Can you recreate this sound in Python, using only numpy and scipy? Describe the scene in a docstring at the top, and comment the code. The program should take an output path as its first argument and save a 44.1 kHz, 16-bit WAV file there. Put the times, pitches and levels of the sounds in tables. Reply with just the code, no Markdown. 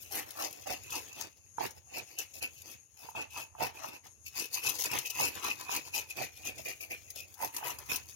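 """Scaling a fish at night

Outdoors, a knife scrapes a fish on a board, about four strokes a second, heard by a phone close by.
Each stroke is a dense run of scale edges letting go, with blade ring, wet skin drag and board chatter:
random slips, filtered and faded in and out. Light flicks, snapping scales (short noise bursts) and
knocks (filtered impulses) come among them. Close reflections and a faint yard tail surround the work;
a distant drone and a thin insect-like shrill, both coloured noise, lie behind."""
import sys
import numpy as np
from scipy import signal
from scipy.fft import rfft, irfft, next_fast_len
from scipy.io import wavfile
from scipy.ndimage import map_coordinates

SR = 44100
rng = np.random.default_rng(int(sys.argv[2]) if len(sys.argv) > 2 else 0)


def dump_mix(stems):
    """Bounce the given channels to the path in sys.argv[1] as a 16-bit WAV at rate SR."""
    frames = np.atleast_2d(stems).T  # one column per channel
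    limited = np.clip(frames, -1, 1)  # hard clip at full scale
    pcm = np.round(limited * 32767).astype(np.int16)
    wavfile.write(sys.argv[1], SR, pcm)


N = 359756  # samples

# All levels in the tables are relative: mix gains and filters follow.
# Working strokes against the scales. Each row: start in seconds, lead-in in seconds, length in seconds,
# scale rasp in dB, blade ring in dB, skin drag in dB, board chatter in dB, board note in Hz,
# rasp brightness in dB.
STROKES = [(0.114, 0.0092, 0.091, -39.5, -59, -51.0, -46, 801.4, 5.5),
           (0.387, 0.053, 0.075, -39.5, -54, -54.5, -44.5, 762.6, -2.5),
           (0.67, 0.013, 0.07, -43.5, -48.5, -56, -45.5, 719.5, -4),
           (0.924, 0.038, 0.061, -42, -46, -56, -49, 948, -1.5),
           (1.184, 0.051, 0.06, -46.5, -50, -59.5, -54.5, 863, -7),
           (1.623, 0.021, 0.04, -43.5, -52, -50.5, -43.5, 831, 4),
           (1.951, 0.05, 0.042, -47.5, -51.0, -56, -52.5, 726, -5),
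           (2.184, 0.02, 0.035, -42.5, -46, -60, -56, 726, -1),
           (2.418, 0.01, 0.03, -46, -42.5, -57.5, -56.5, 710.0, 2),
           (2.658, 0.046, 0.084, -52, -57.5, -66, -69.0, 902, -2.5),
           (2.971, 0.01, 0.13, -57, -62.5, -80, -64.5, 852, 1),
           (3.158, 0.01, 0.065, -50, -44, -57.5, -47.5, 844.7, -8.5),
           (3.363, 0.031, 0.055, -45.5, -48.5, -59, -48, 873, 1),
           (3.606, 0.027, 0.064, -43, -47, -52, -39.5, 902, 0),
           (3.826, 0.042, 0.064, -50.5, -54, -59, -49.0, 821.4, -5),
           (4.369, 0.042, 0.073, -38, -47.0, -58, -56, 995, -2.5),
           (4.644, 0.033, 0.062, -34.5, -42.5, -49.5, -46.0, 1023, -0.5),
           (4.916, 0.034, 0.061, -40.5, -41, -47, -42.5, 960, -1),
           (5.184, 0.052, 0.094, -36.5, -41, -51, -44.5, 982, 0.5),
           (5.43, 0.015, 0.053, -39, -47, -47, -39.5, 1072, -4.5),
           (5.71, 0.04, 0.0659, -40, -43, -52, -44, 986.5, -3),
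           (5.94, 0.012, 0.057, -37, -42.5, -55.5, -50.0, 900.6, -2),
           (6.209, 0.028, 0.033, -40, -44, -50.0, -49.5, 744.3, -2),
           (6.454, 0.027, 0.035, -41.5, -44, -55, -54.5, 726.0, -1.5),
           (6.654, 0.012, 0.061, -45, -45.5, -57.5, -58, 660.0, 1),
           (6.905, 0.0093, 0.036, -46.5, -45.5, -58, -55.5, 648, 4.5),
           (7.161, 0.012, 0.047, -45.5, -51, -65.5, -58, 701.4, -1),
           (7.406, 0.026, 0.055, -44, -52, -56, -43.0, 911, 8.5),
           (7.638, 0.031, 0.072, -46, -46, -50.0, -41, 949.6, 11),
           (7.899, 0.026, 0.057, -37, -43.5, -51.5, -47, 990.5, 0.5)]
# Light flicks and return passes of the edge. Each row: start in seconds, length in seconds,
# scale rasp in dB, blade ring in dB, push on the fish in dB.
FLICKS = [ (0.02, 0.011, -49, -85, -95), (0.265, .06, -57, -67, -61), (0.513, 0.041, -62, -72, -64),
          (0.55, 0.085, -60, -83, -65.5), (0.901, 0.021, -59, -71, -62), (1.09, .045, -76, -65, -70),
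          (1.592, .026, -66, -70, -49), (1.767, 0.017, -59, -65, -67.5), (2.065, .06, -60, -63, -73),
          (2.338, 0.05, -51, -60.5, -68), (2.537, 0.076, -60.5, -66, -98), (3.035, 0.031, -64, -66, -59),
          (3.312, 0.057, -53, -54, -76), (3.745, 0.066, -56.5, -61, -62.5),
          (3.918, 0.049, -58.5, -59, -60.5), (4.046, .025, -58.5, -75, -62.5),
          (4.266, 0.017, -48.5, -53.5, -89), (4.539, 0.016, -31.5, -66, -60.5),
          (4.563, 0.034, -42, -44.5, -58.5), (4.745, .045, -45, -61, -81), (4.797, .025, -38, -63, -57),
          (4.842, 0.018, -42, -48, -54.5), (5.052, 0.016, -41, -42.5, -69), (5.1, 0.017, -56, -50, -62.5),
          (5.152, 0.035, -48, -63, -59), (5.36, .04, -51.5, -73, -53.5), (5.501, 0.018, -44, -40, -56),
          (5.6, 0.03, -49, -57, -57), (5.857, 0.023, -51, -58, -61), (6.098, 0.025, -50, -51, -63.5),
          (6.172, 0.017, -44.5, -46.5, -53), (6.357, .03, -54, -61.5, -77), (6.577, 0.037, -52, -55, -60),
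          (6.808, 0.037, -51, -51.5, -64), (7.538, 0.05, -48.5, -64, -55.5), (7.787, 0.057, -61, -69, -62),
          (8.087, 0.022, -52, -72, -84)]
# How a layer follows a stroke or flick. Each holds: rise over the lead-in in dB, sag at both ends of
# the hold in dB, growth over the hold in dB, fall in dB per second.
RASP_SHAPE = (23, 3.7, 0.54, 490)
RING_SHAPE = (18.3, 1.7, 0.38, 400)
SKIN_SHAPE = (21, 3.6, 4.8, 370)
BOARD_SHAPE = (13, 6.5, -4, 362)
FLICK_SHAPE = (16.5, 1.7, 0.3, 690)
FLICK_LEAD_S = 0.013
# The hand and resting blade keep rubbing the wet fish. Each row: time in seconds, level in dB.
HANDLING = [(0, -58.5), (1.25, -60.5), (1.42, -77.5), (1.9, -74), (2.101, -61.5), (2.72, -74), (2.881, -77),
            (3.05, -74), (4.221, -79.5), (4.65, -50), (5.35, -53), (5.9, -60), (6.7, -61.5), (7.0, -62.5),
            (7.6, -65), (8.15, -62)]
# Share of the handling in rasp, ring, skin and board, in dB.
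HANDLING_MIX_DB = (-1, -6, -14, -16)
# How far rasp, ring, skin and board follow the unevenness, as a factor on its dB.
CATCH_SHARE = (1.15, 0.36, 1.45, 0.61)
HANDLING_UNEVEN_DB, GRIP_UNEVEN_DB = 2.5, 1.2  # the edge catches and skids; before CATCH_SHARE
# Colour of the scale contacts. Each row: frequency in Hz, gain in dB.
RASP_COLOUR = [(1500, -43), (2600, -9), (3600, -1.5), (6000, 1), (11000, 1), (16000, 0.5)]
RASP_SPLIT_HZ = 7600  # brightness tips the rasp about this frequency
# High modes of the steel blade. Each row: centre in Hz, width in Hz, level in dB.
BLADE_MODES = [(5380, 150, -8.5), (6210, 150, -7), (11200, 50, -22), (12200, 91, 2)]
# Bending modes of the hand-damped blade. Each row: centre in Hz, width in Hz, level in dB.
BENDING_MODES = [(2569, 88, -1), (2750, 110, -14)]
# Note of the blade, drifting under the load of the grip. Each row: time in seconds, note in Hz.
BLADE_NOTE = [(0, 2616), (2.402, 2596), (5.3, 2587), (6.2, 2503), (6.9, 2430), (7.4, 2558), (8.15, 2577)]
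# Colour of the wet skin drag. Each row: frequency in Hz, gain in dB.
SKIN_COLOUR = [(20, -41), (40, -18.5), (90, 3.5), (130, 8.5), (170, -3.5), (230, 3.5), (350, 6), (480, 2),
               (900, -13), (1400, -7.5), (2100, 0.5), (3400, -1.5), (6000, -8.5), (12000, -53)]
# Resonances of the board. Each row: centre in Hz, width in Hz, level in dB.
BOARD_MODES = [(725, 59, -3.5), (895.8, 172, 4), (1216, 240, -13), (1570, 250, -15)]
# Single scales snapping free. Each row: time in seconds, level in dB.
SNAPS = [(0.0285, -37), (0.306, -26), (0.5085, -32), (0.527, -28), (0.6103, -38), (0.724, -22),
         (0.835, -35), (0.905, -26), (1.128, -35), (1.2096, -22), (1.7076, -30.5), (1.982, -23.5),
         (2.1867, -18.5), (2.192, -26), (2.3404, -32), (2.4262, -22), (2.619, -33), (4.4586, -41),
         (4.5413, -27), (4.6883, -19), (4.6936, -12.5), (4.8387, -15.5), (4.8566, -16), (4.966, -36),
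         (4.987, -14.5), (5.1, -22), (5.1034, -18.5), (5.3521, -27), (5.473, -29), (5.529, -36),
         (5.7638, -15), (6.104, -28.5), (6.582, -27.5), (6.65, -34), (6.8104, -31), (7.1033, -25),
         (7.158, -26), (7.341, -33.5), (7.4751, -30), (7.5654, -17), (7.7025, -24), (7.7866, -27.5),
         (7.9594, -14)]
# The blade landing on the board through the fish. Each row: time in seconds, level in dB.
KNOCKS = [(1.583, -17.5), (1.607, -22), (3.035, -39), (3.087, -31), (3.113, -39), (3.151, -27),
          (3.366, -36), (3.551, -35.5), (3.604, -33), (3.843, -27), (4.649, -23), (4.927, -20.5),
          (5.2, -17.5), (5.222, -25), (5.435, -27), (5.693, -19.5), (7.421, -32), (7.628, -22.5)]
# Colour of the dull thud in a knock. Each row: frequency in Hz, gain in dB.
THUD_COLOUR = [(40, -24), (120, 7), (300, 3), (700, 11), (1200, 1), (2000, -8), (3500, -34), (8000, -70)]
KNOCK_SOFT_HZ = 1440  # the flesh cushions away what lies above
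# Close reflections over the direct sound. Each row: frequency in Hz, ratio in dB.
SCATTER = [(100, -9), (700, 1), (2500, 3), (6000, 5), (15000, 7)]
# Decay of the yard. Each row: frequency in Hz, time to fall 60 dB in seconds.
YARD_DECAY = [(150, 0.084), (1000, 0.27), (5000, 0.17), (14000, 0.11)]
# Spectrum of the distant drone. Each row: frequency in Hz, density in dB per Hz.
DRONE = [(25, -30), (45, -14), (65, -1.5), (84, 5.5), (110, -0.5), (180, -15), (350, -19.5), (800, -28.5),
         (1500, -34.5), (3000, -61), (6000, -48), (12000, -42)]
# Spectrum of the insect-like shrill. Each row: frequency in Hz, density in dB per Hz.
SHRILL = [(4500, -31), (5900, -20), (6400, -8), (6600, -1.5), (6780, -10.5), (7400, -22), (8200, -18),
          (9100, -15), (10200, -20), (11300, -16), (12200, -29), (16000, -50)]
# The two microphone ports. Each row: frequency in Hz, left gain in dB, right gain in dB.
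PORTS = [(130, -14.5, 2.5), (200, -10, 4), (386, 1, 2.5), (615, -3, 6.5), (1075, 3, 4), (1470, 4, -1.5),
         (2710, 0, 2), (3550, 0.5, -8.5), (6000, 5, -11.5), (6980, 3.5, -19), (7360, -6.5, -19),
         (10400, -0.5, -1.5), (13000, 2.5, -5.5), (15500, -1.5, -14.5)]
# Air resonances, one list for the left port and one for the right. Each row: centre in Hz,
# width in Hz, level in dB.
CAVITIES = [
    [(6740, 246, -6)],
    [(6600, 210, 7.5)],
]
LAG = 23.5 / SR  # seconds by which the direct sound is later at the right port
TOP_HZ = 16050  # upper band limit


def scraping():
    """Each stroke rasps the scales, rings the blade, drags the wet skin and shakes the board."""
    rasp_gain, ring_gain, skin_gain, board_gain = contact()
    *_, notes_hz, brightness_db = np.transpose(STROKES)
    rasp = amp(5.0) * rasp_gain * scale_rasp(per_stroke(brightness_db))
    ring = amp(2.57) * ring_gain * blade_ring()
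    skin = amp(8.5) * skin_gain * skin_drag()
    chatter = amp(1.06) * board_gain * board_chatter(per_stroke(notes_hz))
    return rasp + ring + skin + chatter


def scale_rasp(bright_db):
    """A dense run of small scale edges, with sparser big ones ticking out of it."""
    small = slips(rate=1700, spread_db=4.5, clump_db=1.6, smear=0.44)
    big = slips(rate=150, spread_db=2.5, clump_db=1.5, smear=0)
    rasp = unit(filtered(small + amp(-3.0) * big, scale_on_steel))
    dull = filtered(rasp, lambda hz: 1 / (1 + (hz / RASP_SPLIT_HZ) ** 6))
    bright = rasp - dull
    return amp(-bright_db / 2) * dull + amp(bright_db / 2) * bright


def scale_on_steel(hz):
    """Response of a scale contact with the high modes of the blade added."""
    return colour(RASP_COLOUR, hz) * (1 + ringing(BLADE_MODES, hz))


def blade_ring():
    """Slips excite the bending modes; the flesh loads the blade unevenly, so its note wanders."""
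    excitation = slips(rate=1200, spread_db=7.0, clump_db=1.5, smear=0.56)
    ring = filtered(excitation, lambda hz: ringing(BENDING_MODES, hz) * ringing([(2590, 1400, 0)], hz))
    note_hz = np.interp(np.arange(N) / SR, *np.transpose(BLADE_NOTE))
    return glide(ring, note_hz / BENDING_MODES[0][0] * (1 + 0.005 * wobble(9)))


def skin_drag():
    """Fine slips of the edge over wet skin, in the colour of the skin."""
    drag = slips(rate=1500, spread_db=3.0, clump_db=2.0, smear=0.41)
    return unit(filtered(drag, lambda hz: colour(SKIN_COLOUR, hz)))


def board_chatter(note_hz):
    """Slips shake the board, whose resonances move with the note of each stroke."""
    shaking = slips(rate=700, spread_db=2.5, clump_db=2.5, smear=0.31)
    chatter = filtered(shaking, lambda hz: ringing(BOARD_MODES, hz) * ringing([(930, 1100, 0)], hz))
    return glide(chatter, note_hz / BOARD_MODES[1][0])


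def slips(rate, spread_db, clump_db, smear):
    """Tiny releases of uneven size on a smooth rub, bunched as the edge crosses rows of scales; rms 1."""
    times = rng.random(N) < rate / SR
    signs = rng.choice([-1, 1], N)
    sizes = amp(spread_db * np.clip(rng.standard_normal(N), -2, 2))
    rub = smear * rng.standard_normal(N)
    bunching = amp(clump_db * np.clip(wobble(260), -2, 2))
    return unit((unit(times * signs * sizes) + rub) * bunching)


def contact():
    """Gains of rasp, ring, skin and board: strokes, flicks and the handling between them."""
    start, lead, length, *stroke_db, _, _ = np.transpose(STROKES)
    flick_start, flick_length, rasp_db, ring_db, push_db = np.transpose(FLICKS)
    flick_lead = np.full(len(FLICKS), FLICK_LEAD_S)
    flick_db = (rasp_db, ring_db, push_db - 4.5, push_db)  # the push drives skin and board
    shapes = (RASP_SHAPE, RING_SHAPE, SKIN_SHAPE, BOARD_SHAPE)
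    handling_db = np.interp(np.arange(N) / SR, *np.transpose(HANDLING))
    catch_db = HANDLING_UNEVEN_DB * wobble(45)
    grip_db = GRIP_UNEVEN_DB * wobble(80)
    gains = []
    for heavy, light, shape, mix_db, share in zip(stroke_db, flick_db, shapes, HANDLING_MIX_DB, CATCH_SHARE):
        strokes = passes(start, lead, length, heavy, shape)
        flicks = passes(flick_start, flick_lead, flick_length, light, FLICK_SHAPE)
        handling = amp(handling_db + mix_db + share * catch_db)
        gains.append(amp(share * grip_db) * np.hypot(np.sqrt(strokes + flicks), handling))
    return gains


def passes(starts, leads, lengths, levels_db, shape):
    """Power over time of passes that rise, hold in a shallow arch and fall away."""
    rise_db, sag_db, growth_db, fall = shape
    power = np.zeros(N)
    for start, lead, length, db in zip(starts, leads, lengths, levels_db):
        first = max(0, int(start * SR) - SR // 8)
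        last = min(N, int((start + length) * SR) + SR // 5)
        span = np.arange(first, last)
        t = span / SR - start
        place = np.clip(t / length, 0, 1) - 0.5  # -0.5 to 0.5 over the hold
        hold_db = growth_db * place - sag_db * (2 * place) ** 2
        before_db = rise_db * np.maximum(-t, 0) / lead
        after_db = fall * np.maximum(t - length, 0)
        power[span] += amp(db + hold_db - before_db - after_db) ** 2
    return power


def per_stroke(values):
    """One value per stroke as a curve: held during each stroke, sliding between them."""
    start, _, length, *_ = np.transpose(STROKES)
    corners = np.c_[start, start + length].ravel()
    return np.interp(np.arange(N) / SR, corners, np.repeat(values, 2))


def glide(x, speed):
    """x read at a varying speed, which scales all its resonances; rms 1."""
    return unit(map_coordinates(x, [np.cumsum(speed) % (N - 1)]))


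def snaps(tear_t60=0.038, crack=3.3):
    """A scale cracks loose and tears off in a short noise burst, ringing the blade."""
    out = np.zeros(N + SR)
    t = np.arange(SR // 20) / SR
    for start, db in SNAPS:
        tear = rng.standard_normal(len(t)) * amp(-60 * t / tear_t60)
        tear[0] = crack
        out[round(start * SR):][:len(t)] += amp(db - 8.5) * tear
    return filtered(out[:N], scale_on_steel)


def knocks(thud_db=-18.5):
    """Blows cushioned by the flesh: a dull thud and the short ring of the board."""
    blows = np.zeros(N)
    for start, db in KNOCKS:
        blows[round(start * SR)] = amp(db + 25.5)

    def cushioned_board(hz):
        """Second-order low-pass of the flesh on the ring and thud of the board."""
        ratio = hz / KNOCK_SOFT_HZ
        cushion = 1 / (1 + 1j * np.sqrt(2) * ratio - ratio ** 2)
        ring = ringing(BOARD_MODES, hz) * ringing([(880, 470, 0.00035)], hz)
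        return cushion * (ring + amp(thud_db) * colour(THUD_COLOUR, hz))

    return filtered(blows, cushioned_board)


def surroundings(x, near_t60=0.012, yard_db=-11):
    """Direct sound reaches the left port first; hand, fish and board scatter it, the yard answers faintly."""
    near = lambda hz: amp(along(SCATTER, hz))
    side = np.array([[1], [-1]])  # left early, right late, half the lag each
    direct = filtered(x, lambda hz: np.exp(1j * np.pi * hz * LAG * side) / np.hypot(1, near(hz)))
    close = scattered(filtered(x, lambda hz: near(hz) / np.hypot(1, near(hz))), near_t60, count=10)
    # the yard's echo is noise that dies away at its own pace in each band
    noise = rng.standard_normal((2, SR // 3))
    hz, when, z = signal.stft(noise, SR, nperseg=256)
    decay = amp(-60 * when / along(YARD_DECAY, hz)[:, None])
    tail = signal.istft(z * decay, SR, nperseg=256)[1]
    yard = signal.fftconvolve(x[None], tail / np.linalg.norm(tail[0]), axes=1)[:, :N]
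    return direct + close + amp(yard_db) * yard


def scattered(x, t60, count):
    """Close reflections, fading quickly from one pattern to another as the blade moves."""
    t = np.arange(SR // 25) / SR
    patterns = rng.standard_normal((count, 2, len(t))) * amp(-60 * t / t60)
    patterns /= np.linalg.norm(patterns, axis=2, keepdims=True)
    shares = np.array([wobble(22) for _ in patterns])
    shares /= np.linalg.norm(shares, axis=0)
    return sum(signal.oaconvolve((x * share)[None], pattern, axes=1)[:, :N]
               for share, pattern in zip(shares, patterns))


def night():
    """A far low drone and a high, fluttering shrill: noise of slowly and quickly wandering level."""
    drone = amp(-64 + 3.65 * wobble(4)) * air(DRONE, apart=0.61)
    shrill = amp(-63.5 + 3.6 * wobble(18)) * air(SHRILL, apart=2.9)
    return drone + shrill


def air(spectrum, apart):
    """Stereo noise of rms 1; apart is the size of the part that differs between the ports."""
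    noise = rng.standard_normal(N) + apart * rng.standard_normal((2, N))
    return unit(filtered(noise, lambda hz: amp(along(spectrum, hz))))


def amp(db):
    """Decibels to gain."""
    return 10 ** (np.asarray(db) / 20)


def unit(x):
    """x at rms 1."""
    return x / np.sqrt(np.mean(x ** 2) + 1e-20)


def along(points, hz):
    """(Hz, value) points read on a log axis."""
    f, v = np.transpose(points)
    return np.interp(np.log(hz + 1), np.log(f + 1), v)


def wobble(rate):
    """A smooth random curve, rate knots a second."""
    knots = rng.standard_normal(int(N * rate / SR) + 4)
    return map_coordinates(knots, [np.arange(N) * rate / SR])


def filtered(x, response):
    """x times a complex response of frequency."""
    m = 2 * next_fast_len((N + SR) // 2)  # padded so that tails do not wrap round
    return irfft(rfft(x, m) * response(np.fft.rfftfreq(m, 1 / SR)), m)[..., :N]


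def colour(points, hz):
    """Causal (minimum-phase) response with the gain of the (Hz, dB) points, by folding the cepstrum."""
    cepstrum = irfft(np.log(amp(along(points, hz))))
    half = len(cepstrum) // 2
    cepstrum[1:half] *= 2
    cepstrum[half + 1:] = 0
    return np.exp(rfft(cepstrum))


def ringing(modes, hz):
    """Causal response of (Hz, width in Hz, dB) resonances."""
    return sum(amp(db) * 1j * hz * width / (centre * centre - hz * hz + 1j * hz * width)
               for centre, width, db in modes)


def scene():
    """The work on the board in its open-air surroundings."""
    work = scraping() + snaps() + knocks()
    return surroundings(work) + night()


def record(dry):
    """Each port has its own colour and cavity resonances; nothing is kept above the band limit."""
    f, *sides_db = np.transpose(PORTS)

    def port(x, gain_db, cavity):
        """One microphone port."""
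        points = np.c_[f, gain_db]
        return filtered(x, lambda hz: colour(points, hz) * (1 + ringing(cavity, hz)) * (hz < TOP_HZ))

    return np.array([port(x, gain_db, cavity) for x, gain_db, cavity in zip(dry, sides_db, CAVITIES)])


dry = scene()
out = record(dry)
dump_mix(out)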